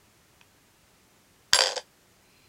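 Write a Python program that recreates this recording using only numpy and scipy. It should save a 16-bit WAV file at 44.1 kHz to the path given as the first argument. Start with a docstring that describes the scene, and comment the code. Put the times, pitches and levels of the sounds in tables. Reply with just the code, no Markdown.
"""A tiny top on a glass mirror

A tiny metal top is set down on a round glass mirror and flicked: it lands hard, skids with a thin ring,
bounces in a rapid run, ticks against the metal rim and ends in a barely audible whirr. Glass, metal and table
are sums of dying sine waves; cracks, ticks, chatter, whirr and microphone hiss are filtered noise.
A small, dead, quiet room adds a short noise echo."""
import sys
import numpy as np
from scipy import signal
from scipy.fft import rfft, irfft
from scipy.io import wavfile

SR = 44100
rng = np.random.default_rng(int(sys.argv[2]) if len(sys.argv) > 2 else 0)


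def inscribe(sig):
    """Save sig as 16-bit PCM at rate SR to the path in sys.argv[1].

    A 1-D sig is mono; a 2-D sig holds one channel per row.
    Samples are clipped to [-1, 1] before scaling.
    """
    pcm = np.round(np.clip(np.atleast_2d(sig).T, -1, 1) * 32767)
    wavfile.write(sys.argv[1], SR, pcm.astype(np.int16))


N = 109456  # length in samples, about 2.5 s

# Steady microphone hiss. Each row: frequency in Hz, relative strength in dB per Hz.
HISS_COLOUR = [(12, -42.5), (20, -11), (49, -4.5), (107, -0.5), (149, -5.5), (192, -2.5), (233, -7),
               (419, -6.5), (456, -10), (2060, -13.5), (3910, -17.5), (6840, -18), (15800, -25.5)]
HISS_DB = -61
# Tone of the room's echo. Each row: frequency in Hz, relative strength in dB.
ECHO_COLOUR = [(100, -2.5), (500, -5), (2000, 0.5), (5500, -2), (9000, 3.5), (16000, 3)]
ROOM_DB, ROOM_GAP_S, ROOM_BUILD_S, ROOM_T60_S = -8.5, .005, 0.0071, .125
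# Low modes of the table, which thuds under the flick.
# Each row: frequency in Hz, level in dB, time to fall 60 dB in seconds.
TABLE_MODES = [(38, -45.5, 0.247), (70, -40, .1), (122, -36, .08), (180, -43.5, 0.12)]
THUD_S = 1.528
# Resonances in which the tip whirrs. Each row: frequency in Hz, width in octaves, level in dB at the swell's peak.
WHIRR_BANDS = [(2497, 0.18, -67.5), (4120, 0.029, -71), (4850, .05, -75.5)]
WHIRR_PEAK_S, WHIRR_SPREAD_S = 2.4, .11
# The tip set down on the glass under the fingers.
# Each row: frequency in Hz, level in dB, time to fall 60 dB in seconds.
TOUCH_MODES = [(935, -50, 0.024), (1590, -49.5, 0.017), (2530, -42.5, .016), (3300, -43, 0.0081),
               (5700, -51.5, .014)]
TOUCH_S = 0.4126
# Loudness of the tip's fine chatter between the blows. Each row: time in seconds, level in dB.
CHATTER_LEVELS = [(1.55, -34), (1.63, -35), (1.72, -38), (1.752, -46), (1.78, -39), (1.798, -45),
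                  (1.804, -62)]
# Tone of the chatter. Each row: frequency in Hz, relative strength in dB.
CHATTER_TONE = [(350, -9), (550, 8.5), (1300, -6), (1800, 2), (2600, -7.5), (4400, -3), (5500, -1),
                (7200, -13.5), (10000, -23.5), (12000, -30), (16000, -46)]
CHATTER_PER_S, CHATTER_T60_S, CHATTER_SCATTER_DB = 700, 0.012, 1.5
# Short dry ticks of the top against the rim. Each row: start in seconds, level in dB before filtering.
RIM_TICKS = [(1.7597, -11.5), (1.7666, -3.5)]
TICK_HZ, TICK_OCTAVES, TICK_T60_S = 5150, .33, .004
TICK_ROOM_DB = -2  # how much of the ticks the room receives
# Ring of the metal as the top skids off the fingers.
# Each row: frequency in Hz, level in dB before flutter, time to fall 60 dB in seconds.
METAL_MODES = [(1005, -31.5, 0.14), (1520, -43.5, 0.096), (2960, -29.5, 0.16), (3970, -41.5, .15),
               (4740, -27.5, 0.13), (7410, -22, 0.18), (8700, -34.5, .17), (10100, -32.5, .12),
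               (10520, -28.5, 0.12), (12520, -49, .1), (13100, -40.5, 0.13), (15480, -46, 0.19)]
FLUTTER_DEPTH, FLUTTER_HZ = 0.98, 55
SKID_S, SKID_LENGTH_S, SKID_DB = 1.545, 0.025, -31
# Blows of the top on the glass. Each row: start in seconds, level in dB, brightness in dB per octave,
# knock of the mirror's body in dB relative to the blow's level.
BLOWS = [(1.5275, -28, -6, -5), (1.5329, 1.5, .5, -22), (1.5437, -8, 0, -8), (1.5468, -9, 2, -8),
         (1.5565, -13, 0, -12), (1.5605, -14, 0, -8), (1.5642, -13, -2, -3), (1.5887, -3.5, -.5, -3),
         (1.6068, -3.5, 0, -3), (1.6184, -6, .5, -2), (1.6254, -15, 0, 1), (1.6298, -18, 0, 1),
         (1.6371, -8.5, .5, -3), (1.647, -16, 0, -2), (1.6587, -11.5, .5, -3), (1.6698, -12, .5, -3),
         (1.6798, -15, .5, -1), (1.6898, -17, .5, 0), (1.6986, -23, 0, 4), (1.7096, -20.5, 0, 3),
         (1.7195, -20, 0, 3), (1.7296, -25, -1, 7), (1.7632, -26, -1, 9), (1.769, -26, -1, 16),
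         (1.7772, -15.5, -1, 2), (1.7895, -31, 0, -1)]
# Modes of the glass plate.
# Each row: frequency in Hz before detuning, level in dB relative to the blow, time to fall 60 dB in seconds.
GLASS_MODES = [(984, -15, 0.017), (1547, -14.5, 0.02), (1924, -14.5, .016), (2350, -28, 0.0093),
               (3155, -10, 0.015), (3458, -11, 0.013), (4666, -6.5, 0.012), (4874, -11, 0.026),
               (5390, -13.5, 0.026), (6050, -24, 0.017), (6620, -12.5, .012), (7650, -15.5, 0.016),
               (8600, -26.5, 0.021), (9960, -25.5, 0.015)]
# Low modes of the mirror in its frame.
# Each row: frequency in Hz before detuning, level in dB relative to the knock, time to fall 60 dB in seconds.
BODY_MODES = [(432, -20, 0.027), (534, -13, 0.051), (607, -16.5, .025), (700, -20.5, 0.029),
              (844, -21, 0.047)]
GLASS_ATTACK_S = 0.00074
DETUNE = .006  # random pitch spread, as a fraction of the frequency
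# Noise of hard contact, for blows and skid. Each row: frequency in Hz, relative strength in dB per Hz.
CRACK_COLOUR = [(200, -19), (500, -4), (1500, 1), (5000, 1.5), (7000, -3.5), (9000, -15), (11200, -13),
                (12000, -21), (13500, -20.5), (16000, -43)]
CRACK_DB, CRACK_T60_S = -6.5, 0.014
CONTACT_HZ, CONTACT_OCTAVES_PER_DB = 13500, .022  # treble limit of a 0 dB blow; its shift with level
LOW_CUT_HZ = 315  # the sounds on the mirror are cut off steeply below this
TOP_HZ = 15850  # nearly nothing is heard above this


def undb(db):
    """Turn decibels into a gain."""
    return 10 ** (np.asarray(db) / 20)


def shaped(x, gain):
    """Filter a sound by a gain that depends on frequency."""
    hz = np.maximum(np.fft.rfftfreq(N, 1 / SR), 1)
    return irfft(rfft(x) * gain(hz), N)


def colour(points):
    """Gain drawn through (Hz, dB) points, evenly spaced by octave."""
    hz, db = np.array(points).T
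    return lambda f: undb(np.interp(np.log(f), np.log(hz), db))


def hump(hz, octaves):
    """Gain of one resonance, strongest at its centre."""
    return lambda f: 1 / (1 + (np.log2(f / hz) / octaves) ** 2)


def noise(gain):
    """Coloured noise with an average (rms) level of 1."""
    x = shaped(rng.standard_normal(N), gain)
    return x / x.std()


def age(start):
    """Seconds since a moment, zero before it."""
    return np.maximum(np.arange(N) / SR - start, 0)


def fade(t, t60):
    """Smooth decay by 60 dB in t60 seconds, silent until t leaves zero."""
    return (t > 0) * np.exp(-np.minimum(np.log(1000) * t / t60, 60))


def ring(modes, start, detune=0):
    """A struck object: dying sine waves, whose neighbours swing in opposite directions."""
    first = int(start * SR)
    t = age(start)[first:first + SR // 2]  # half a second at most
    out = np.zeros(N)
    for k, (hz, db, t60) in enumerate(modes):
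        pitch = hz * (1 + detune * rng.standard_normal())
        wave = np.sin(2 * np.pi * pitch * t)
        out[first:first + len(t)] += (-1) ** k * undb(db) * fade(t, t60) * wave
    return out


def hiss():
    """The microphone's steady noise."""
    return undb(HISS_DB) * noise(colour(HISS_COLOUR))


def room(x):
    """Dense reflections that build up after a short gap and die away."""
    t = age(ROOM_GAP_S)
    build_up = 1 - np.exp(-t / ROOM_BUILD_S)
    tail = noise(colour(ECHO_COLOUR)) * fade(t, ROOM_T60_S) * build_up
    tail = tail / np.linalg.norm(tail)
    return undb(ROOM_DB) * signal.fftconvolve(x, tail)[:N]


def thud():
    """The table answers the flick with a few low, damped modes."""
    return ring(TABLE_MODES, THUD_S)


def whirr():
    """The tip rubs faintly in a few resonances, swelling and fading while the top rights itself."""
    swell = np.exp(-((age(0) - WHIRR_PEAK_S) / WHIRR_SPREAD_S) ** 2 / 2)
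    rubbing = sum(undb(db) * noise(hump(hz, octaves)) for hz, octaves, db in WHIRR_BANDS)
    return swell * rubbing


def touch():
    """The tip is set down on the glass and excites a few short modes."""
    return ring(TOUCH_MODES, TOUCH_S)


def chatter():
    """Hundreds of tiny random contacts a second as the wobbling tip runs over the glass."""
    hits = rng.random(N) < CHATTER_PER_S / SR
    contacts = hits * undb(CHATTER_SCATTER_DB * rng.standard_normal(N))
    click = rng.standard_normal(N) * fade(age(0), CHATTER_T60_S)
    grains = shaped(signal.fftconvolve(contacts, click)[:N], colour(CHATTER_TONE))
    when, db = np.array(CHATTER_LEVELS).T
    level = undb(np.interp(age(0), when, db, left=-np.inf, right=-np.inf))  # silent outside the table
    return grains / grains.std() * level


def ticks():
    """Metal on metal: bright bursts of noise that die within milliseconds."""
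    envelope = sum(undb(db) * fade(age(start), TICK_T60_S) for start, db in RIM_TICKS)
    bursts = rng.standard_normal(N) * envelope
    return shaped(bursts, lambda f: np.exp(-(np.log2(f / TICK_HZ) / TICK_OCTAVES) ** 2 / 2))


def skid():
    """The spinning metal scrapes the glass for a moment and rings on, each partial fluttering by itself."""
    t = age(SKID_S)
    scrape = noise(colour(CRACK_COLOUR)) * (t > 0) * np.exp(-(t / SKID_LENGTH_S) ** 2)
    out = undb(SKID_DB) * scrape
    for mode in METAL_MODES:
        flutter = noise(lambda f: 1 / (1 + (f / FLUTTER_HZ) ** 2))  # slow random wavering
        out = out + ring([mode], SKID_S) * (1 + FLUTTER_DEPTH * flutter)
    return out


def bounces():
    """Each blow cracks, rings the glass and knocks the mirror's body; harder blows keep more treble."""
    out = 0
    for start, db, tilt_db, knock_db in BLOWS:
        t = age(start)
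        rise = 1 - np.exp(-t / GLASS_ATTACK_S)
        burst = rng.standard_normal(N) * fade(t, CRACK_T60_S)
        crack = undb(CRACK_DB) * shaped(burst, colour(CRACK_COLOUR))
        corner = CONTACT_HZ * 2 ** (CONTACT_OCTAVES_PER_DB * db)

        def contact(f):
            """Tilt the tone around 3500 Hz and cut it above the corner."""
            tilt = undb(tilt_db * np.log2(np.maximum(f, 700) / 3500))
            return tilt / np.hypot(1, (f / corner) ** 4)

        plate = shaped(ring(GLASS_MODES, start, DETUNE) * rise + crack, contact)
        knock = undb(knock_db) * ring(BODY_MODES, start, DETUNE) * rise
        out = out + undb(db) * (plate + knock)
    return out


def low_cut(f):
    """Gain that leaves the sounds on the mirror steeply weaker in the bass."""
    return 1 / np.sqrt(1 + (LOW_CUT_HZ / f) ** 8)


def scene():
    """The top on its mirror, the room and the steady hiss."""
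    mirror = shaped(touch() + chatter() + skid() + bounces(), low_cut)
    rim = ticks()
    near = thud() + whirr() + rim + mirror
    echo = room(mirror + undb(TICK_ROOM_DB) * rim)  # thud and whirr get no echo
    return (hiss() + echo + near)[None]


def record(dry):
    """Cut the highest treble off steeply."""
    low_pass = signal.ellip(10, .2, 70, TOP_HZ, fs=SR, output="sos")
    return signal.sosfilt(low_pass, dry)


dry = scene()
out = record(dry)
inscribe(out)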